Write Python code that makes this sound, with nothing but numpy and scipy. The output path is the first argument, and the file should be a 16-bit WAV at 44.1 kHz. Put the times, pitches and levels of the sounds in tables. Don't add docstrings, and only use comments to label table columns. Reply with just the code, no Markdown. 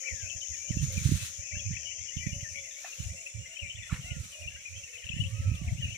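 import sys
import numpy as np
from scipy import signal
from scipy.fft import rfft, irfft, next_fast_len
from scipy.io import wavfile

SR = 44100
rng = np.random.default_rng(int(sys.argv[2]) if len(sys.argv) > 2 else 0)


def generate_wav(signal):
    frames = np.transpose(np.atleast_2d(signal))
    scaled = np.clip(frames, -1, 1) * 32767
    pcm = np.round(scaled).astype(np.int16)
    wavfile.write(sys.argv[1], SR, pcm)


N = 263277

# start in seconds, length in seconds, pitch at the start in Hz,
# pitch in the middle in Hz, pitch at the end in Hz, level in dB.
CHIRPS = [(.035,0.032,1822,2336,2390,-40),(.046,0.078,2290,2270,1883,-32.5),(.07,.026,2566,2510,2070,-32.5),
          (.12,.155,1930,1667,1488,-50),(.223,0.057,2720,2560,2730,-46),(.261,0.034,2520,2580,2840,-37),(.299,0.01,3200,3000,2940,-35),(.299,0.042,2660,2630,2830,-36.5),
          (.408,0.012,3840,3500,3180,-49),(.415,0.025,2990,3020,3030,-38),(.455,0.024,2250,2960,3650,-43.5),(.51,0.074,2126,1906,1700,-48.5),(.534,0.027,2630,2430,1980,-42.5),(.569,0.17,2230,2372,2246,-46.5),(.575,.017,3220,2970,2920,-51),(.679,0.026,2720,2990,3050,-40.5),(.71,0.036,2290,1920,1710,-45.5),(.775,.023,2670,2745,2750,-39),
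          (.795,.027,3220,3120,3000,-47),(.972,0.024,2550,2376,2260,-34.5),(1.165,0.11,2600,2607,2606,-43.5),(1.385,0.054,2280,2350,2640,-47.5),(1.435,0.11,2560,2560,2550,-44.5),(1.503,0.03,2340,2330,2340,-41),
          (1.518,.035,1910,2247,2340,-38.5),(1.541,0.054,2550,2735,2790,-37),(1.553,0.0155,1690,1683,1800,-46.5),(1.591,0.04,2940,2510,2730,-41.5),(1.593,.015,3400,3250,3500,-42.5),
          (1.654,.029,2430,2526,2700,-40.5),(1.66,.1,2180,2450,2600,-48),(1.712,0.036,2254,2095,1870,-46),(1.75,0.02,2260,2270,1830,-38),(1.768,.008,2490,2630,2460,-31.5),(1.852,0.051,3060,2910,3090,-35.5),
          (1.91,0.026,2535,2860,2920,-36.5),(1.971,0.038,3180,3085,3270,-47),(2.026,.03,2220,2240,2050,-46),(2.081,0.031,2810,2930,2770,-38),(2.113,0.067,1866,2145,2080,-45),
          (2.165,0.018,3100,3050,2980,-43),(2.17,0.012,3580,3240,3000,-47),(2.177,0.034,2650,2976,2880,-38),(2.212,.025,2330,2344,2520,-37.5),(2.226,0.049,1966,2020,1840,-38.5),(2.252,0.033,2410,2266,2050,-41),
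          (2.261,0.061,2606,2440,2320,-42.5),(2.316,0.046,2834,2896,2950,-41.5),(2.435,0.053,2065,1785,1870,-42.5),(2.405,.015,3000,2720,2400,-43),(2.545,0.069,2217,2260,2270,-38.5),(2.56,0.0083,2480,2340,2560,-36),
          (2.63,.056,2030,2136,1910,-46),(2.763,0.042,2190,2270,2340,-44),(2.85,0.072,2750,2480,2470,-42.5),(2.923,0.016,2780,2770,2580,-38),(2.998,.023,2940,2990,3020,-45),
          (3.161,0.044,2630,2730,2800,-44.5),(3.262,0.016,2530,2630,2760,-33.5),(3.341,.063,2320,2358,2220,-49.5),(3.393,.071,2820,2850,2900,-47.5),
          (3.457,0.019,2050,2094,2070,-40.5),(3.515,0.041,2820,2804,2800,-43.5),(3.556,0.017,3050,3050,2930,-40),(3.57,0.008,2450,2590,2420,-32),
          (3.585,0.018,3160,3090,3000,-38),(3.593,0.0083,2760,2860,2800,-30.5),(3.614,0.084,2780,2377,2405,-36.5),(3.619,0.0423,2505,2215,2160,-41),(3.689,0.033,2755,2770,2910,-38),
          (3.701,0.019,3000,3010,3100,-33),(3.755,0.008,3120,3400,3500,-42.5),(3.782,.033,2944,2455,2160,-39),(3.815,.06,2050,1870,1770,-48),(3.808,0.012,2580,2330,2320,-43),(4.02,.11,2910,2732,2674,-43),
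          (4.04,.125,1900,2137,1680,-47.5),(4.304,0.16,2360,2477,2330,-50.5),(4.325,0.035,3060,2890,2800,-42),(4.42,0.013,2820,2780,2620,-39.5),(4.423,0.058,2620,2404,2720,-42),
          (4.476,0.013,2830,2744,2690,-28.5),(4.548,0.015,2750,2835,2740,-40),(4.51,0.039,1580,1750,1710,-57.5),(4.56,0.024,1510,1610,1660,-52.5),(4.653,0.038,2400,2490,2230,-36.5),
          (4.714,0.088,2310,2600,2780,-46),(4.754,0.043,3040,3020,3280,-48),(4.836,.01,2670,2760,2790,-38.5),(4.888,.009,2130,2180,2200,-45),(4.931,0.042,2700,2610,2360,-39),(4.981,0.016,3120,2960,2970,-42.5),
          (5.04,0.0055,2570,2920,3100,-39),(5.068,0.0096,2790,2720,2500,-33),(5.091,.006,3080,3070,3270,-32),(5.091,.005,2750,2705,2906,-28.5),
          (5.114,0.022,2660,2575,2870,-31.5),(5.129,.064,2800,2970,3080,-42.5),(5.175,0.027,2730,2730,2680,-38),(5.198,.009,3250,3350,3450,-46),(5.204,0.016,2880,2920,3060,-24.5),(5.236,.03,2636,2796,3270,-34.5),
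          (5.346,0.084,2580,2586,2660,-47),(5.445,.13,2350,2570,2300,-48.5),(5.55,0.017,3600,3160,2780,-46.5),(5.564,0.037,2630,2800,2910,-43),(5.677,0.021,2714,2210,1990,-36.5),(5.773,.055,2590,2970,3040,-44),
          (5.822,0.031,2897,2876,2795,-29),(5.843,.045,2590,2500,2320,-43.5),(5.875,0.077,2590,2790,3190,-38.5),(5.947,0.015,2430,2370,2580,-35),(5.956,.013,2170,2270,2020,-36)]
TREES_PAN_DB, PERCH_SPREAD_DB = 18, 8.5
LAG_S = .00052

# start in seconds, length in seconds, pitch in Hz, level in dB.
COOS = [(.035,0.12,519.7,-55),(0.358,0.082,560,-66),(0.658,0.087,596,-56.5),(0.893,0.11,520,-52),(1.096,.077,579,-63.5),
        (1.517,0.12,592,-58),(2.301,.15,570,-59),(2.568,0.061,556,-58.5),(3.146,0.061,527,-58.5),(3.947,0.06,508,-59.5),
        (4.029,.11,703,-58.5),(4.33,.11,566,-61),(4.354,.11,609,-56.5),(5.248,0.16,528,-59),(5.433,0.15,521,-57),
        (5.612,0.15,621,-57.5),(5.632,0.1,708,-57)]
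COO_SAG = 0.022
FAR_DOVES_DB = -69.5

# start, crest and end in seconds, pitch at the crest in Hz, level in dB.
WHISTLES = [(0,.07,0.1,1395,-59),(3.45,3.51,3.59,1460,-71),(4.04,4.11,4.4,1440,-58.5),(5.25,5.455,6.7,1330,-54.5)]
SAG_HZ, FADE_DB, ARCH_S = 260, 8, .2
WHISTLE_EDGE_S, WHISTLE_PAN_DB = .04, -1.5

# time in seconds, level in dB, left-right in dB.
FLOCK = [(0,-47.5,7),(.5,-52,24),(1.2,-51.5,7),(1.75,-48,17.5),(2.6,-48.5,8.5),(3.3,-54,29),(3.9,-45,20),(4.3,-54,36),(4.75,-50.5,15),(5.2,-52,22),(5.97,-46.5,20)]
FLOCK_HZ, FLOCK_SPREAD, FLOCK_PER_S = 2480, .16, 250.0

# time in seconds, level in dB, left-right in dB.
NEAR_CICADAS = [(0,-37.5,37),(.9,-36.5,12),(1.25,-39,16),(1.65,-37,13),(2.2,-38.5,15),(2.9,-44,13),(3.13,-47.5,16),(3.37,-60,11),(4.09,-50.5,11),(4.5,-53.5,1),(4.8,-46.5,-5),(5.25,-63,7),(5.97,-44.5,22)]
# pitch in Hz, width in Hz, relative level in dB.
NEAR_MODES = [(6234, 1440, 1), (6595, 750, 0.5), (6880, 340, -4.5)]
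# time in seconds, level of the wide drone in dB, of the thin trills in dB.
FIELD_INSECTS = [(0, -49, -42), (1.5, -51, -69), (3, -49, -44), (4, -49.5, -54.5), (5, -52, -49.5),
                 (5.97, -53.5, -62)]
# pitch in Hz, width in Hz, relative level in dB.
FIELD_MODES = [(5400, 700, -1), (6200, 1000, 0), (7200, 900, -1), (8000, 1100, -5)]
# pitch in Hz, width in Hz, relative level in dB.
TRILL_MODES = [(5850, 90, -2), (6330, 120, -5), (6830, 130, 0), (6990, 80, -4)]
# time in seconds, level in dB.
HIGH_BUZZ = [(0, -62), (.8, -71), (1.4, -72), (1.7, -66), (2.0, -73), (2.25, -60), (2.6, -63), (2.9, -64),
             (3.5, -78), (5.97, -103)]
# pitch in Hz, width in Hz, relative level in dB.
HIGH_MODES = [(10330, 420, 7), (11280, 1200, 16), (12300, 850, -12)]

# time full level is reached in seconds, hold in seconds, level in dB,
# weight of the heavy stalks in dB.
SWISH = [(.61,.01,-60,-2),(0.76,.01,-57,5),(0.84,0.034,-52,1.5),(0.937,0.14,-46.5,2),(1.047,0.24,-42,0.5),(2.5,.08,-60.5,-26),(2.817,0.21,-59.5,7),
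         (2.995,.27,-55,-18),(3.533,0.018,-62,3),(3.895,0.07,-54,-12),(4.038,.02,-57,-2),(4.24,0.09,-53,-3),(4.354,0.052,-54,-13),(4.86,0.023,-64,-28),(5.21,0.12,-60,-33)]
STROKE_RISE_DB_PER_S, STROKE_FALL_DB_PER_S, SWISH_PAN_DB = 180, 185, 0.5
# time in seconds, level in dB.
RUSTLE = [(0,-62.5),(1.5,-69),(1.9,-67),(2.4,-64.5),(3.7,-63.5),(4.1,-61.5),(5.0,-59),(5.97,-57.5)]
# frequency in Hz, relative level in dB per Hz.
LEAVES = [(500, -21.5), (1000, -18), (2500, -7), (4800, -6.5), (8000, 1.5), (11000, -7), (15500, -28.5)]
# frequency in Hz, relative level in dB per Hz.
STALKS = [(450, -15), (800, -19.5), (1300, -1.5), (2200, 3), (4000, 5), (6000, -6)]
# start in seconds, level in dB, left-right in dB.
SNAPS = [(0.7382, -59, -3.5), (0.7662, -42, -10), (0.827, -42, -5.0), (0.925, -34, -7), (1.0111, -39, -2.5)]

# middle in seconds, level in dB, pitch in Hz, width in ms.
POPS = [(2.849, -39, 727, 4.8), (2.847, -41.5, 1790, 7.2), (2.856, -41, 2400, 2.3), (2.861, -50, 760, 7.4),
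        (2.877, -56.5, 690, 15), (3.899, -41.5, 1400, 5.4), (3.908, -42, 1200, 2.5), (3.913, -43, 2280, 6),
        (3.916, -43, 1220, 4.1), (3.921, -42, 2600, 3), (3.927, -43, 1740, 11), (3.934, -43, 2400, 4),
        (3.942, -38, 2060, 1.1), (3.95, -44, 2700, 6), (3.965, -44, 1840, 4)]
# time full level is reached in seconds, level in dB.
SQUELCH = [(2.85,-52),(3.926,-44)]
SQUELCH_HOLD_S, SQUELCH_RISE_DB_PER_S, SQUELCH_FALL_DB_PER_S = 0.02, 600, 350
# frequency in Hz, relative level in dB per Hz.
MUD = [(500, -41), (800, -3), (1300, 5), (2500, 4), (4000, -5), (6000, -21)]

# middle in seconds, level in dB, pitch in Hz, width in ms, left-right in dB.
BUFFETS = [(0.129,-28.5,74,21,-25),(0.242,-29.5,94.5,26,-23),(.359,-34.5,81,10,-34),(0.512,-35,70,31,-14),(0.599,-51,75,35,-14),(0.708,-14.5,131,6.8,-17),
           (.771,-16.5,146,6.2,-15),(.803,-20,81,11,-7),(0.835,-18.5,139,25,-15),(.885,-28.5,99,16,-5),(.955,-28,91.5,50,-15),(0.977,-16.5,117,6.9,-23),
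           (1.016,-22,109,6.9,-18),(1.061,-11,119,12,-12),(1.092,-18.5,148,5.6,-19),(1.122,-9.5,144,8.1,-10.5),(1.169,-35.5,122,30,-20),
           (1.223,-29.5,116,25,-16),(1.303,-47,80.4,54,-28),(1.395,-34,82,17,-27),(1.541,-29,84,28,-20),(1.57,-27,78,11,-14),(1.673,-28.5,103,44,-24),
           (1.709,-20.5,115,7.8,-9),(1.819,-46,74,87,-25),(1.91,-53.5,75,83,-25),(2.009,-40,83,42,-30),(2.169,-19.5,113,4.7,-36),(2.27,-17,140,7.2,-31),
           (2.297,-34,96,8,-21),(2.33,-23.5,112,5.5,-17),(2.367,-29,86,13,1),(2.431,-27.5,108,8.3,-8),(2.521,-39.5,87,21,-27),
           (2.591,-47.5,80,71,-25),(3.004,-22,104,7.1,-28),(3.066,-24.5,84.5,18,7),(3.108,-29,81,23,-7),(3.356,-29.5,99,17,-17),(3.391,-32,100,24,-14),
           (3.631,-29,78,15,-22),(3.752,-37,91,14,-18),(3.794,-34.5,91,24,-22),(3.928,-12.5,113,5.9,-11.5),(3.997,-31,126,16,9),
           (4.052,-34,82,25,-7),(4.119,-24.5,103,13.5,-19),(4.168,-22.5,111,6.1,-28),(4.203,-26,89,22,-11),(4.42,-38,84,38,-22),
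           (4.462,-31,80,16,-20),(4.552,-43.5,74.5,48,-22),(4.726,-39.5,87.5,51,-23),(4.776,-38.5,100,21,-25),(4.955,-52,84.5,25,-22),(5.052,-36.5,71.6,21,-28),(5.102,-28,111,5.5,-35),
           (5.14,-24.5,108,6.7,-30),(5.167,-21.5,124,5.4,-22),(5.202,-16,110,9.1,21),(5.265,-25,96,27,34),(5.341,-25,107,34,-11),
           (5.401,-18,90,12,-5),(5.442,-28,94,43,20),(5.472,-19.5,100,38,-6),(5.517,-18,94.5,4.6,-10),(5.555,-31,100,12,4),(5.617,-20.5,134,6.4,-12),
           (5.648,-32,100,18,4),(5.679,-20.5,84,12,23),(5.727,-18,113,14,27),(5.799,-24.5,118,14.5,9),(5.853,-24,84.4,19,9),(5.931,-34.5,102,23,-10)]
FLAP_DB, FLAP_DB_PER_HZ, FLAP_GROWTH = -56.5, 0.37, 1.64
WAKE_DB, WAKE_RISE_DB_PER_S, WAKE_FALL_DB_PER_S, CALM_DB = -16.5, 889, 258, -81
# frequency in Hz, relative level in dB per Hz.
WIND = [(15, -56), (25, -17.5), (75, 6.5), (123, -0.5), (210, -12), (243, -22), (348, -34.5), (480, -64),
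        (620, -54), (1060, -120)]

# frequency in Hz, relative level in dB per Hz.
AIR = [(18, -33), (30, 5), (88, -11), (277, -21.5), (546, -13), (1360, -29.5), (2620, -3.5), (4780, -71),
       (5740, -25), (6890, -29), (9430, -72), (11300, -42), (15500, -41)]
AIR_DB, AIR_PAN_DB = -60, 2
PORT_CUT_HZ, CUTOFF_HZ = 45, 15850


def amp(db):
    return 10 ** (np.asarray(db) / 20)


def rms_one(x):
    return x / np.sqrt(np.mean(x ** 2) + 1e-20)


def in_time(rows):
    s, *columns = np.transpose(rows)
    return [np.interp(np.arange(N) / SR, s, column) for column in columns]


def full_rate(x):
    return np.interp(np.arange(N) / 20, np.arange(len(x)), x)


def drift(rate_hz):
    r = np.exp(-2 * np.pi * rate_hz * 40 / SR)
    noise = rng.standard_normal(N // 40 + 2002)
    slow = signal.lfilter([1], [1, -2 * r, r * r], noise)[2000:]
    return np.interp(np.arange(N) / 40, np.arange(len(slow)), rms_one(slow))


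def swells(rows, rise_db_per_s, fall_db_per_s):
    t = np.arange(0, N + 20, 20) / SR
    s, hold, level_db = np.transpose(rows)[:, :, None]
    rise = rise_db_per_s * np.maximum(s - t, 0)
    fall = fall_db_per_s * np.maximum(t - s - hold, 0)
    return level_db - rise - fall


def coloured(x, spectrum):
    size = next_fast_len(N)
    hz, level_db = np.transpose(spectrum)
    bins_hz = np.arange(1, size // 2 + 2) * SR / size
    shape = amp(np.interp(np.log(bins_hz), np.log(hz), level_db))
    return rms_one(irfft(rfft(x, size) * shape, size)[..., :N])


def resonate(x, modes, patchy_db):
    out = 0
    for k, (hz, width_hz, level_db) in enumerate(modes):
        r = np.exp(-np.pi * width_hz / SR)
        b = [(1 - r * r) / 2, 0, (r * r - 1) / 2]
        a = [1, -2 * r * np.cos(2 * np.pi * hz / SR), r * r]
        ringing = rms_one(signal.lfilter(b, a, signal.lfilter(b, a, x)))
        gain = amp(level_db + patchy_db * (drift(1.04) + 0.5 * drift(14)))
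        out = out + (-1) ** k * gain * ringing
    return rms_one(out)


def between(x, low_hz, high_hz):
    return rms_one(signal.sosfilt(signal.butter(4, [low_hz, high_hz], "band", fs=SR, output="sos"), x))


def burst(hz, width_ms, turn):
    t = np.arange(-.05, .05, 1 / SR)
    return np.exp(-2.8 * (t * 1000 / width_ms) ** 2) * np.sin(2 * np.pi * hz * t + turn)


def sides(pan_db):
    left = amp(pan_db)
    return np.array([left, np.ones_like(left)]) / np.sqrt(1 + left ** 2)


def late_left(x):
    return np.array([np.roll(x[0], round(LAG_S * SR)), x[1]])


def add(out, sound, s):
    i = max(round(s * SR), 0)
    out[:, i:i + sound.shape[1]] += sound[:, :max(N - i, 0)]


def notes(rows, edge_s, flutter_db, flutter_hz):
    out = np.zeros((2, N))
    for s, length, start_hz, middle_hz, end_hz, level_db, pan_db in rows:
        t = np.arange(-edge_s, length + edge_s, 1 / SR)
        u = np.clip(t / length, 0, 1)
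        hz = start_hz * (1 - u) * (1 - 2 * u) + 4 * middle_hz * u * (1 - u) + end_hz * u * (2 * u - 1)
        progress = (t + edge_s) / (length + 2 * edge_s)
        swell = np.abs(np.sin(np.pi * progress ** 0.73)) ** 0.5
        tone = swell * np.sin(2 * np.pi * np.cumsum(hz) / SR)
        add(out, np.outer(amp(level_db) * sides(pan_db), tone), s - edge_s)
    each_side = np.array([drift(flutter_hz), drift(flutter_hz)])
    return out * amp(flutter_db * (drift(flutter_hz) + 0.72 * each_side))


def random_notes(per_s, centre_hz, spread, length_s, glide):
    z = np.clip(rng.standard_normal((round(per_s * N / SR), 6)), -2, 2)
    s = np.linspace(0, N / SR, len(z)) + .05 * z[:, 0]
    hz = centre_hz * np.exp(spread * z[:, 1])
    length = length_s * np.exp(0.412 * z[:, 2])
    bend = np.exp(glide * z[:, 3])
    return np.transpose([s, length, hz / bend, hz, hz * bend, 3.5 * z[:, 4], 3.0 * z[:, 5]])


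def trees(x, t60, wet_db):
    t = np.arange(round(.5 * SR)) / SR
    tail = rng.standard_normal((2, len(t))) * amp(-60 * t / t60) * (t > .006)
    tail = tail / np.sqrt(np.sum(tail ** 2, axis=1, keepdims=True))
    return x + amp(wet_db) * signal.fftconvolve(x, tail, axes=1)[:, :N]


def songbirds():
    pan_db = TREES_PAN_DB + PERCH_SPREAD_DB * rng.standard_normal((len(CHIRPS), 1))
    chirps = notes(np.hstack([CHIRPS, pan_db]), edge_s=0.002212, flutter_db=1.94, flutter_hz=145)
    return trees(chirps, t60=0.19, wet_db=-8)


def doves():
    far_rows = random_notes(45.0, 575, spread=0.0918, length_s=0.0573, glide=0.031)
    far = amp(FAR_DOVES_DB) * rms_one(notes(far_rows, edge_s=.02, flutter_db=2.6, flutter_hz=38))
    pans_db = 6.0 * rng.standard_normal(len(COOS))
    near_rows = [(s, length, hz * (1 + COO_SAG), hz, hz * (1 - COO_SAG), level_db, pan_db)
                 for (s, length, hz, level_db), pan_db in zip(COOS, pans_db)]
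    near = notes(near_rows, edge_s=0.019, flutter_db=3.55, flutter_hz=51)
    return trees(near + far, t60=0.16, wet_db=-4.5)


def whistles():
    out, t = np.zeros(N), np.arange(N) / SR
    for start, crest, end, crest_hz, level_db in WHISTLES:
        away = np.abs((np.clip(t, start, end) - crest) / ARCH_S) ** 1.5
        gate = np.clip(np.minimum(t - start, end - t) / WHISTLE_EDGE_S, 0, 1)
        tone = np.sin(2 * np.pi * np.cumsum(crest_hz - SAG_HZ * away) / SR)
        out += gate * amp(level_db - FADE_DB * away) * tone
    unsteady = out * sides(WHISTLE_PAN_DB)[:, None] * amp(1.6 * drift(30))
    return trees(unsteady, t60=.15, wet_db=-5)


def flock():
    small_rows = random_notes(FLOCK_PER_S, FLOCK_HZ, FLOCK_SPREAD, length_s=.02, glide=.07)
    thin_rows = random_notes(40.0, 3900, spread=.1, length_s=.02, glide=0.063)
    small = notes(small_rows, edge_s=.004, flutter_db=3.5, flutter_hz=60)
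    thin = notes(thin_rows, edge_s=.004, flutter_db=4, flutter_hz=60)
    far = rms_one(trees(small + amp(-17.0) * thin, t60=.33, wet_db=-1))
    level_db, pan_db = in_time(FLOCK)
    return amp(level_db) * sides(pan_db) * far


def tymbals(count, clicks_per_s):
    out = np.zeros(N)
    for rate in clicks_per_s * rng.uniform(.7, 1.4, count):
        uneven = 1 + .15 * rng.standard_normal(round(rate * N / SR) + 9)
        at = np.cumsum(SR / rate * uneven).astype(int)
        at = at[at < N]
        out[at] += rng.standard_normal(len(at))
    return out


def from_one_side(spread):
    direct = rms_one(tymbals(count=30, clicks_per_s=260))
    return late_left(np.array([direct, direct])) + spread * rng.standard_normal((2, N))


def cicadas():
    near = resonate(from_one_side(spread=0.84), NEAR_MODES, patchy_db=0.87)
    near = between(near, low_hz=4560, high_hz=7850)
    level_db, pan_db = in_time(NEAR_CICADAS)
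    near = amp(level_db + 0.13 * drift(1)) * sides(pan_db) * near
    wide = resonate(from_one_side(spread=1.0)[::-1], FIELD_MODES, patchy_db=-1.8)
    wide = between(wide, low_hz=4770, high_hz=8550)
    trills = resonate(from_one_side(spread=1.0), TRILL_MODES, patchy_db=-1.6)
    wide_db, trill_db = in_time(FIELD_INSECTS)
    wide = amp(wide_db) * sides(-7.5)[:, None] * wide
    return near + wide + amp(trill_db) * sides(8.4)[:, None] * trills


def high_buzz():
    buzz = resonate(rng.standard_normal((2, N)), HIGH_MODES, patchy_db=-1.5)
    return amp(in_time(HIGH_BUZZ)[0]) * sides(32.0)[:, None] * buzz


def leaves():
    strokes = amp(swells(np.array(SWISH)[:, :3], STROKE_RISE_DB_PER_S, STROKE_FALL_DB_PER_S))
    stalk_weight = amp(np.array(SWISH)[:, 3:])
    rustle = amp(in_time(RUSTLE)[0])
    blade_level = rustle + full_rate(strokes.max(axis=0))
    stalk_level = rustle + full_rate((strokes * stalk_weight).max(axis=0))
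    grains = rng.standard_normal((2, N)) * (1 + 2.0 * (rng.random(N) < .02) * rng.exponential(1, N))
    blades = blade_level * coloured(grains, LEAVES)
    stalks = stalk_level * coloured(rng.standard_normal((2, N)), STALKS)
    flicker = amp(1.4 * drift(12.5) + 0.92 * drift(29))
    out = (blades + stalks) * flicker * sides(SWISH_PAN_DB)[:, None]
    t = np.arange(round(.05 * SR)) / SR
    for s, level_db, pan_db in SNAPS:
        crack = np.diff(rng.standard_normal(len(t) + 1)) * amp(-60 * t / .004)
        add(out, np.outer(amp(level_db) * sides(pan_db), crack), s)
    return out


def footfalls():
    crackle = rng.standard_normal(N) * (1 + 1.0 * (rng.random(N) < .01))
    crackle = crackle + 1.15 * rng.standard_normal((2, N))
    rows = [(s, SQUELCH_HOLD_S, level_db) for s, level_db in SQUELCH]
    wet = amp(swells(rows, SQUELCH_RISE_DB_PER_S, SQUELCH_FALL_DB_PER_S))
    out = full_rate(wet.sum(axis=0)) * amp(1.8 * drift(80)) * coloured(crackle, MUD)
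    for s, level_db, hz, width_ms in POPS:
        add(out, amp(level_db) * burst(hz, width_ms, np.zeros((2, 1))), s - .05)
    return out


def wind():
    out = np.zeros((2, N))
    turns = rng.uniform(0, 2 * np.pi, len(BUFFETS))
    for (s, level_db, hz, width_ms, pan_db), turn in zip(BUFFETS, turns):
        left_behind = np.array([[-.4], [0]])
        swing = amp(level_db) * sides(pan_db)[:, None] * burst(hz, width_ms, turn + left_behind)
        flap_db = FLAP_DB + FLAP_DB_PER_HZ * (hz - 100) + FLAP_GROWTH * (level_db + 25)
        flap_gain = sides(pan_db)[1] * amp(flap_db + np.array([[-16.0], [0]]))
        add(out, swing, s - .05)
        add(out, flap_gain * burst(215.0, 4.05, turn), s - .053)
    shared, own = coloured(rng.standard_normal((2, N)), WIND)
    rumble = np.array([amp(-11) * (shared + 0.45 * own), shared])
    rows = [(s, width_ms / 1000, level_db + WAKE_DB) for s, level_db, hz, width_ms, pan_db in BUFFETS]
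    wakes = amp(swells(rows, WAKE_RISE_DB_PER_S, WAKE_FALL_DB_PER_S))
    rumble_level = amp(CALM_DB) + full_rate(wakes.sum(axis=0))
    return out + rumble_level * amp(3.1 * drift(29)) * rumble


def still_air():
    hiss = coloured(rng.standard_normal((2, N)), AIR)
    return amp(AIR_DB + 0.5 * drift(18)) * sides(AIR_PAN_DB)[:, None] * hiss


def scene():
    from_trees = late_left(songbirds() + whistles() + flock())
    insects = cicadas() + high_buzz()
    return from_trees + doves() + insects + leaves() + footfalls() + wind() + still_air()


def record(dry):
    thin = signal.sosfilt(signal.butter(2, PORT_CUT_HZ, "high", fs=SR, output="sos"), dry)
    return signal.sosfilt(signal.cheby2(22, 60, CUTOFF_HZ, fs=SR, output="sos"), thin)


dry = scene()
out = record(dry)
generate_wav(out)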